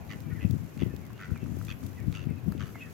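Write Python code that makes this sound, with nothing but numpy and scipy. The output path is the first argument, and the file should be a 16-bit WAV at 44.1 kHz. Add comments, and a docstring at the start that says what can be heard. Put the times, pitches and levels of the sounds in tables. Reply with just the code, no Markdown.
"""Ducks on a leafy lawn give short, soft, raspy quacks: breathy puffs, about a hundred a second, ring throat tones.
Their bills click, tick and pop, made from very short noise bursts; filtered noise and tiny grains stir the leaves.
Thin squeaky bird calls, made of gliding tones with a noisy haze, arch in the distance.
Low buffeting noise and filtered bumps, mostly on the left of the microphone, lie over a steady outdoor hush."""
import sys
import numpy as np
from scipy import signal
from scipy.fft import rfft, irfft
from scipy.io import wavfile

SR = 44100
rng = np.random.default_rng(int(sys.argv[2]) if len(sys.argv) > 2 else 0)


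def wav_out(sig):
    """Save sig, one row per channel (or a flat mono array), as 16-bit PCM at SR to the path in sys.argv[1]."""
    wavfile.write(sys.argv[1], SR, np.round(np.clip(np.atleast_2d(sig).T, -1, 1) * 32767).astype(np.int16))


N = 129213
T = np.arange(N) / SR  # time of every sample [s]

# In all tables: balance is left minus right; a peak is the height before the balance is applied.
# Spectra give the relative strength of each pitch; the overall level is set elsewhere.

# Steady outdoor hush: (frequency [Hz], strength [dB per Hz])
HUSH_SPECTRUM = [(25, -27), (60, -6.5), (110, 1), (250, -2), (500, -11), (900, -17), (1500, -19.5),
                 (2600, -23.5), (3700, -32), (6600, -37), (8500, -46.5), (15000, -72)]
# How alike the hush is in the two ears: (frequency [Hz], left-right correlation [0 to 1])
HUSH_LIKENESS = [(100, 1), (600, 0.13), (2500, 0.15), (7000, 0.033)]
HUSH_DB = -48
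# Rise and fall of the high hiss, before HISS_DB is added: (time [s], level [dB])
HISS = [(0.0, -68), (0.02, -62.5), (0.85, -62.5), (1.23, -67.5), (1.7, -59), (2.36, -68), (2.52, -59.5),
        (2.57, -68), (2.72, -59), (2.93, -65)]
# Tone of the hiss: (frequency [Hz], strength [dB per Hz])
HISS_SPECTRUM = [(3000, -27), (7000, -42), (9500, -8.5), (11400, 5), (11800, 11.5), (13500, 4),
                 (16000, -6.5)]
HISS_DB, HISS_PAN_DB = -6, 22
# Midrange rush that dies away: edges [Hz], starting level [dB], time to fall to 37 % [s]
SWELL_HZ, SWELL_DB, SWELL_FADE_S = (460, 880), -53.5, 0.21

# Rise and fall of the low buffeting, before BUFFET_DB is added: (time [s], level [dB])
BUFFET = [(0.0, -41), (0.06, -46.5), (0.37, -35), (0.4, -45.5), (0.46, -25), (0.48, -35), (0.55, -30),
          (0.74, -51.5), (0.82, -31.5), (1.02, -43.5), (1.26, -50.5), (1.32, -32), (1.39, -44), (1.44, -35),
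          (1.81, -44.5), (1.84, -35), (1.93, -45), (2.1, -32), (2.14, -42), (2.3, -32.5), (2.41, -45),
          (2.49, -28.5), (2.53, -37), (2.64, -35), (2.68, -46), (2.93, -48.5)]
# Tone of the buffeting: (frequency [Hz], strength [dB per Hz])
BUFFET_SPECTRUM = [(25, -21), (42, -59), (65, -4.5), (95, 3), (160, -1), (280, -10), (450, -26.5),
                   (800, -39), (2000, -59.5)]
BUFFET_DB, BUFFET_PAN_DB, BUFFET_FLUTTER_DB = -0.5, 20, 1.5
# Low bumps on the microphone: (time [s], peak [dB], middle pitch [Hz])
BUMPS = [(0.325, -27.5, 99), (0.447, -17.5, 133), (0.498, -26, 111), (0.54, -26.5, 153),
         (0.647, -28.5, 114), (0.769, -31, 167), (0.82, -20.5, 218), (0.831, -19.5, 157),
         (0.862, -26.5, 222), (0.938, -31, 231), (1.316, -19.5, 100), (1.429, -28.5, 194),
         (1.475, -27, 107), (1.518, -27, 132), (1.569, -31, 213), (1.685, -29, 121), (1.832, -32, 104),
         (2.079, -20.5, 127), (2.269, -23, 150), (2.289, -32, 114), (2.309, -26, 161), (2.48, -20, 138),
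         (2.550, -28.5, 210)]
BUMP_WIDTH, BUMP_PAN_DB = 1.695, 34  # width: edge of the band as a ratio to its middle

# Distant squeaky calls: (time [s], length [s], first pitch [Hz], middle pitch [Hz], last pitch [Hz],
# level [dB], hoarse haze against the tone [dB])
SQUEAKS = [(0.005, 0.056, 2610, 2430, 2180, -68, -11), (0.159, 0.035, 2540, 2530, 2310, -67.5, -5),
           (0.23, 0.079, 2390, 2330, 2220, -65.5, -6), (0.300, 0.031, 1730, 1903, 1680, -53, -3.5),
           (0.314, 0.035, 1470, 1450, 1350, -58, -25), (0.35, 0.0256, 2155, 1970, 1690, -55, -5),
           (0.369, 0.03, 2000, 1828, 1560, -53, -19), (0.818, 0.13, 2120, 1863, 1730, -64, -7),
           (0.896, 0.083, 2485, 2576, 2390, -64.5, -17), (1.009, 0.067, 2367, 2175, 1870, -63, -18),
           (1.112, 0.13, 2520, 2817, 2300, -64, -18), (1.344, 0.043, 2640, 2370, 2050, -54.5, -9),
           (1.400, 0.042, 2600, 2680, 2470, -59, -4.5), (1.966, 0.068, 2700, 2350, 1980, -61, -7),
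           (1.969, 0.037, 2000, 1900, 1670, -55, -19), (2.279, 0.038, 2630, 2190, 2040, -57.5, -5),
           (2.293, 0.052, 2540, 2577, 2440, -62, -27.5), (2.358, 0.045, 2630, 2540, 2300, -61, -26),
           (2.521, 0.08, 2544, 2680, 2340, -65, -14), (2.746, 0.025, 2170, 2120, 1970, -49, -16),
           (2.769, 0.054, 2590, 2785, 2640, -56, -7), (2.781, 0.099, 3280, 3300, 3130, -71, -11),
           (2.805, 0.03, 2450, 2628, 2400, -43.5, -12), (2.818, 0.081, 2053, 1820, 1630, -59.5, -2)]
SQUEAK_WAVER, SQUEAK_OVERTONE_DB, HOARSE_WIDTH = .007, -34, 1.25  # waver and width are ratios of pitch

# Rise and fall of the leaf rustle, before RUSTLE_DB is added: (time [s], level [dB])
RUSTLE = [(0.0, -73), (0.22, -68.5), (0.24, -75), (0.5, -67.5), (1.18, -75), (1.64, -66.5), (1.65, -63),
          (1.79, -76), (1.84, -64), (2.05, -75.5), (2.15, -66), (2.23, -80), (2.69, -69.5), (2.93, -67)]
# Tone of the rustle: (frequency [Hz], strength [dB per Hz])
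RUSTLE_SPECTRUM = [(2500, -5), (4500, 2), (6700, 9), (7600, 4), (11000, -1), (15000, -9)]
RUSTLE_DB, RUSTLE_FLICKER_DB = 3.5, 2
# Crisp ticks in the leaves: (time [s], peak [dB], balance [dB])
TICKS = [(0.510, -33.5, -27), (0.949, -45, -1), (0.964, -38.5, -15), (1.053, -44, -4), (1.376, -41, -4),
         (1.588, -37, 3), (1.625, -40, 10), (1.650, -38, 13), (1.837, -39, 9), (1.865, -35.5, 3),
         (2.522, -38, 7)]
# Tone of the ticks and the crackle: (frequency [Hz], strength [dB])
TICK_SPECTRUM = [(1000, -36), (3300, 2), (6500, -0.5), (9000, -3), (15000, 4)]
TICK_DECAY_S, CRACKLES_PER_S, CRACKLE_DB = 0.0019, 64, -65.5  # crackles are counted for each side
# Hollow bill pops: (time [s], peak [dB])
POPS = [(1.103, -42.5), (1.359, -37.5), (1.460, -45.5), (1.612, -38), (1.830, -49), (2.522, -37),
        (2.755, -37)]
POP_HZ, POP_WIDTH_HZ, POP_DECAY_S = 1190, 570, 0.0013

# Clicks of the bill opening just before a quack: (time [s], peak [dB])
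BILL_CLICKS = [(0.078, -50), (0.776, -41), (1.179, -43.5), (1.669, -42), (2.126, -37.5), (2.579, -42.5)]
# Tone of the bill clicks: (frequency [Hz], strength [dB per Hz])
BILL_SPECTRUM = [(700, -15), (2200, 1), (3300, 3.5), (5000, -6), (7000, -14), (15000, -20)]
BILL_DECAY_S, BILL_PAN_DB = .0012, -3.5

# Quacks: (time [s], length [s], starting puff rate [per s], level before scaling by length [dB],
# end of the rattling tail after the start, 0 for none [s], low resonance [Hz], its level [dB],
# middle resonance [Hz], its level [dB], high resonance [Hz], its level [dB], rasp level [dB], balance [dB])
QUACKS = [(0.0954, 0.054, 110.4, -48.5, 0, 1230, -11, 1995, -2.4, 2760, -8.5, -13.5, -2.7),
          (0.3990, .060, 102.8, -51.5, 0, 2000, -5.5, 2570, -2.7, 2980, -30, -25, -1.5),
          (0.7940, 0.053, 108.1, -49.5, 0.013, 2080, -11, 2730, -9, 3350, -13, -16.5, -0.79),
          (1.194, 0.081, 103.8, -48.5, 0.17, 1420, 1, 1940, -1.4, 2420, -11, -19.5, 0.22),
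          (1.6840, 0.054, 106.4, -46.5, 0.027, 1190, -14.5, 2520, -6.1, 3310, -12, -14, -1),
          (2.1420, 0.042, 103.3, -46.5, .10, 1330, -12, 2720, -6, 3450, -15.5, -12.5, -0.59),
          (2.5970, 0.048, 107.3, -47.5, 0.11, 1270, -5, 1690, -8.8, 2940, -12, -14, 0.84)]
# Upper resonances of the rasp: (frequency [Hz], width [Hz], level [dB])
RASP = [(4630, 240, 2.5), (6100, 650, -1)]
THROAT_WIDTH_HZ, BREATH_DB, BREATH_HZ, RASP_PAN_DB = 310, -5.5, (1070, 3450), -9
PULSE_WIDTH_S, PULSE_JITTER_S, PULSE_SPREAD_DB = .0017, .0002, 1.0  # puff width, uneven timing and strength
PULSE_SLACK_S = .0003  # each gap is this much longer than the last, before the uneven timing
SWELL_POWER, TAIL_DB, TAIL_FADE_DB_PER_S = 0.58, -4, 66

PARK_T60_S, PARK_DELAY_S, PARK_CUT_HZ = 0.27, 0.003, 2630  # T60: time for a 60 dB fall
QUACK_WET_DB, SQUEAK_WET_DB = -15, -11
CUTOFF_HZ = 16000


def from_db(db):
    """Turn decibels into a multiplier."""
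    return 10 ** (np.asarray(db) / 20)


def rms_one(x):
    """Scale a sound so its average strength (rms) is one."""
    return x / np.sqrt(np.mean(x ** 2) + 1e-20)


def pan(db):
    """Left and right gains that differ by this many decibels, with a mean of one."""
    gains = from_db(np.array([[db], [-db]]) / 2)
    return gains / gains.mean()


def add(out, start, x):
    """Mix a sound in at a time in seconds, trimming what runs past the end."""
    i = max(int(start * SR), 0)
    out[:, i:i + x.shape[-1]] += x[..., :max(N - i, 0)]


def over_bins(points, size):
    """Read a frequency table at every step of a spectrum, joining points on a log pitch scale."""
    hz, value = np.transpose(points)
    return np.interp(np.log(np.fft.rfftfreq(size, 1 / SR) + 1), np.log(hz), value)


def level_curve(points):
    """Join a table of times and decibels into a level for every sample."""
    return np.interp(T, *np.transpose(points))


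def colour(x, spectrum):
    """Shape a sound by a spectrum table, then set its rms to one."""
    size = x.shape[-1]
    return rms_one(irfft(rfft(x) * from_db(over_bins(spectrum, size)), size))


def drift(rate, size):
    """Smooth random wandering with a spread of about one; a higher rate [Hz] wanders faster."""
    r = np.exp(-2 * np.pi * rate / SR)
    noise = rng.standard_normal(size + SR // 2)  # the extra start lets the filter settle
    return rms_one(signal.lfilter([1], [1, -2 * r, r * r], noise))[-size:]


def resonance(x, hz, width_hz):
    """Ring at one pitch; a wider resonance dies away sooner."""
    r = np.exp(-np.pi * width_hz / SR)
    return signal.lfilter([1 - r, 0, r - 1], [1, -2 * r * np.cos(2 * np.pi * hz / SR), r * r], x)


def band(x, low_hz, high_hz, order=2):
    """Keep mainly the sound between two pitches."""
    return signal.sosfilt(signal.butter(order, [low_hz, high_hz], "band", fs=SR, output="sos"), x)


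def background():
    """Shaped noise makes the steady hush of the park, a fading midrange rush and a thin high hiss."""
    shared, opposite = rfft(rng.standard_normal((2, N)))
    alike = over_bins(HUSH_LIKENESS, N)
    # The second part has opposite signs left and right, which makes the two sides differ.
    sides = np.sqrt(1 + alike) * shared + np.sqrt(1 - alike) * opposite * [[1], [-1]]
    hush = from_db(HUSH_DB) * colour(irfft(sides, N), HUSH_SPECTRUM)
    hiss = colour(rng.standard_normal((2, N)), HISS_SPECTRUM) * from_db(level_curve(HISS) + HISS_DB)
    rush = rms_one(band(rng.standard_normal((2, N)), *SWELL_HZ))
    fading_rush = from_db(SWELL_DB) * np.exp(-T / SWELL_FADE_S) * rush
    return fading_rush + hush + pan(HISS_PAN_DB) * hiss


def buffeting():
    """Low noise of fluttering strength, with dull bumps made by ringing a low band filter once."""
    flutter = from_db(BUFFET_FLUTTER_DB * drift(rate=41, size=N))
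    lumps = colour(rng.standard_normal((2, N)) * flutter, BUFFET_SPECTRUM)
    out = from_db(level_curve(BUFFET) + BUFFET_DB) * pan(BUFFET_PAN_DB) * lumps
    for start, db, hz in BUMPS:
        bump = band(signal.unit_impulse(SR // 10), hz / BUMP_WIDTH, hz * BUMP_WIDTH, order=3)
        add(out, start, from_db(db) * pan(BUMP_PAN_DB) * bump / np.abs(bump).max())
    return out


def squeaks():
    """Wavering tones glide along a curve through three pitches, each with a hoarse haze of noise."""
    out = np.zeros((2, N))
    for start, length, first, middle, last, db, hoarse_db in SQUEAKS:
        progress = np.minimum(T[:SR // 6] / length, 1)
        size = len(progress)
        glide = np.polyval(np.polyfit([0, .5, 1], [first, middle, last], 2), progress)
        hz = glide * (1 + SQUEAK_WAVER * drift(rate=190, size=size))
        phase = 2 * np.pi * np.cumsum(hz) / SR
        # The haze reaches further below the middle pitch than above it.
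        low_hz, high_hz = middle / HOARSE_WIDTH ** 2, middle * HOARSE_WIDTH
        haze = rms_one(band(rng.standard_normal(size), low_hz, high_hz, order=4))
        tone = np.sin(phase) + from_db(SQUEAK_OVERTONE_DB) * np.sin(2 * phase)
        call = tone + from_db(hoarse_db) * haze
        rise_and_fall = np.abs(np.sin(np.pi * progress)) ** 0.43
        add(out, start, from_db(db) * rise_and_fall * call)
    return out


def rustle():
    """Feet and bills keep the leaves faintly stirring: bright noise whose strength flickers."""
    flicker = from_db(RUSTLE_FLICKER_DB * drift(rate=70, size=N))
    grain = rng.standard_normal((2, N)) * flicker
    return colour(grain, RUSTLE_SPECTRUM) * from_db(level_curve(RUSTLE) + RUSTLE_DB)


def ticks():
    """Dry ticks in the leaves: bright noise that dies away within milliseconds."""
    out, t = np.zeros((2, N)), T[:SR // 20]
    for start, db, pan_db in TICKS:
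        tick = colour(rng.standard_normal((2, len(t))), TICK_SPECTRUM) * np.exp(-t / TICK_DECAY_S)
        add(out, start, from_db(db) * pan(pan_db) * tick / np.abs(tick).max())
    return out


def pops():
    """Hollow bill pops: a tiny burst of noise rings one resonance."""
    out, t = np.zeros((2, N)), T[:SR // 20]
    for start, db in POPS:
        burst = rng.standard_normal(len(t)) * np.exp(-t / POP_DECAY_S)
        pop = band(resonance(burst, POP_HZ, POP_WIDTH_HZ), low_hz=574, high_hz=1670, order=4)
        add(out, start, from_db(db) * pop / np.abs(pop).max())
    return out


def crackle():
    """Trodden leaves crackle faintly: snaps at random moments start short fading grains of noise."""
    strength = from_db(3.6 * np.minimum(rng.exponential(1, (2, N)), 3))
    snaps = (rng.random((2, N)) < CRACKLES_PER_S / SR) * strength
    fade = np.exp(-1 / (TICK_DECAY_S * SR))
    envelope = signal.lfilter([1], [1, -fade], snaps + 1e-18)
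    return from_db(CRACKLE_DB) * colour(envelope * rng.standard_normal((2, N)), TICK_SPECTRUM)


def bill_clicks():
    """A short, bright burst of noise as the bill opens."""
    out, t = np.zeros((2, N)), T[:SR // 20]
    for start, db in BILL_CLICKS:
        click = colour(rng.standard_normal(len(t)), BILL_SPECTRUM) * np.exp(-t / BILL_DECAY_S)
        add(out, start, from_db(db) * pan(BILL_PAN_DB) * click / np.abs(click).max())
    return out


def puff_gate(t, length, rate, tail_end):
    """Opening of the throat over time: a run of puffs that swells, slows and may trail off in a rattle."""
    k = np.arange(15)
    at = k / rate + PULSE_SLACK_S * k * (k - 1) / 2
    swell = np.abs(np.sin(np.pi * np.minimum((at + .5 / rate) / length, 1))) ** SWELL_POWER
    tail = from_db(TAIL_DB - TAIL_FADE_DB_PER_S * at) * (at < tail_end)
    strength = np.maximum(swell, tail) * from_db(PULSE_SPREAD_DB * rng.standard_normal(len(k)))
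    # One gap of room in front lets the first puff rise.
    at = at + 1 / rate + PULSE_JITTER_S * rng.standard_normal(len(k))
    return strength @ np.exp(-.5 * ((t - at[:, None]) / PULSE_WIDTH_S) ** 2)


def quacks():
    """Noisy puffs of air ring three throat resonances, with breath around them and a rasp above."""
    out, t = np.zeros((2, N)), T[:SR // 5]
    for start, length, rate, db, tail_end, hz1, db1, hz2, db2, hz3, db3, rasp_db, pan_db in QUACKS:
        # Seven separate noises: three for the throat, two for the breath, two for the rasp.
        puffs = puff_gate(t, length, rate, tail_end) * rng.choice([-1, 1], (7, len(t)))
        throat = 0
        for puff, hz, level_db in zip(puffs, (hz1, hz2, hz3), (db1, db2, db3)):
            ring = resonance(resonance(puff, hz, THROAT_WIDTH_HZ), hz, THROAT_WIDTH_HZ)
            throat = throat + from_db(level_db) * rms_one(ring)
        breath = rms_one(band(puffs[3:5], *BREATH_HZ, order=4))
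        throat = rms_one(throat + from_db(BREATH_DB) * breath)
        rasp = sum(from_db(g) * resonance(puff, hz, width) for puff, (hz, width, g) in zip(puffs[5:], RASP))
        rasp = rms_one(band(rasp, low_hz=3000, high_hz=7500))
        voice = throat * pan(pan_db) + from_db(rasp_db) * rasp * pan(RASP_PAN_DB)
        # rms was taken over all of t, so a shorter quack is scaled down.
        add(out, start - 1 / rate, voice * np.sqrt(length / t[-1]) * from_db(db))
    return out


def park(x):
    """Dull, short scatter from the ground and trees: the sound is smeared by a fading burst of noise."""
    t = T[:SR // 2]
    noise = band(rng.standard_normal((2, len(t))), 290, PARK_CUT_HZ)
    tail = noise * from_db(-60 * t / PARK_T60_S) * (t > PARK_DELAY_S)
    return signal.fftconvolve(x, rms_one(tail) / np.sqrt(len(t)), axes=1)[:, :N]


def scene():
    """Ducks near by, birds far off, and the air around the microphone."""
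    air = background() + buffeting()
    far = squeaks()
    leaves = rustle() + ticks() + pops() + crackle()
    near = bill_clicks() + quacks()
    scatter = park(from_db(QUACK_WET_DB) * near + from_db(SQUEAK_WET_DB) * far)
    return air + far + leaves + near + scatter


def record(dry):
    """Cut the highest treble steeply."""
    return signal.sosfilt(signal.ellip(12, .1, 80, CUTOFF_HZ, fs=SR, output="sos"), dry)


dry = scene()
out = record(dry)
wav_out(out)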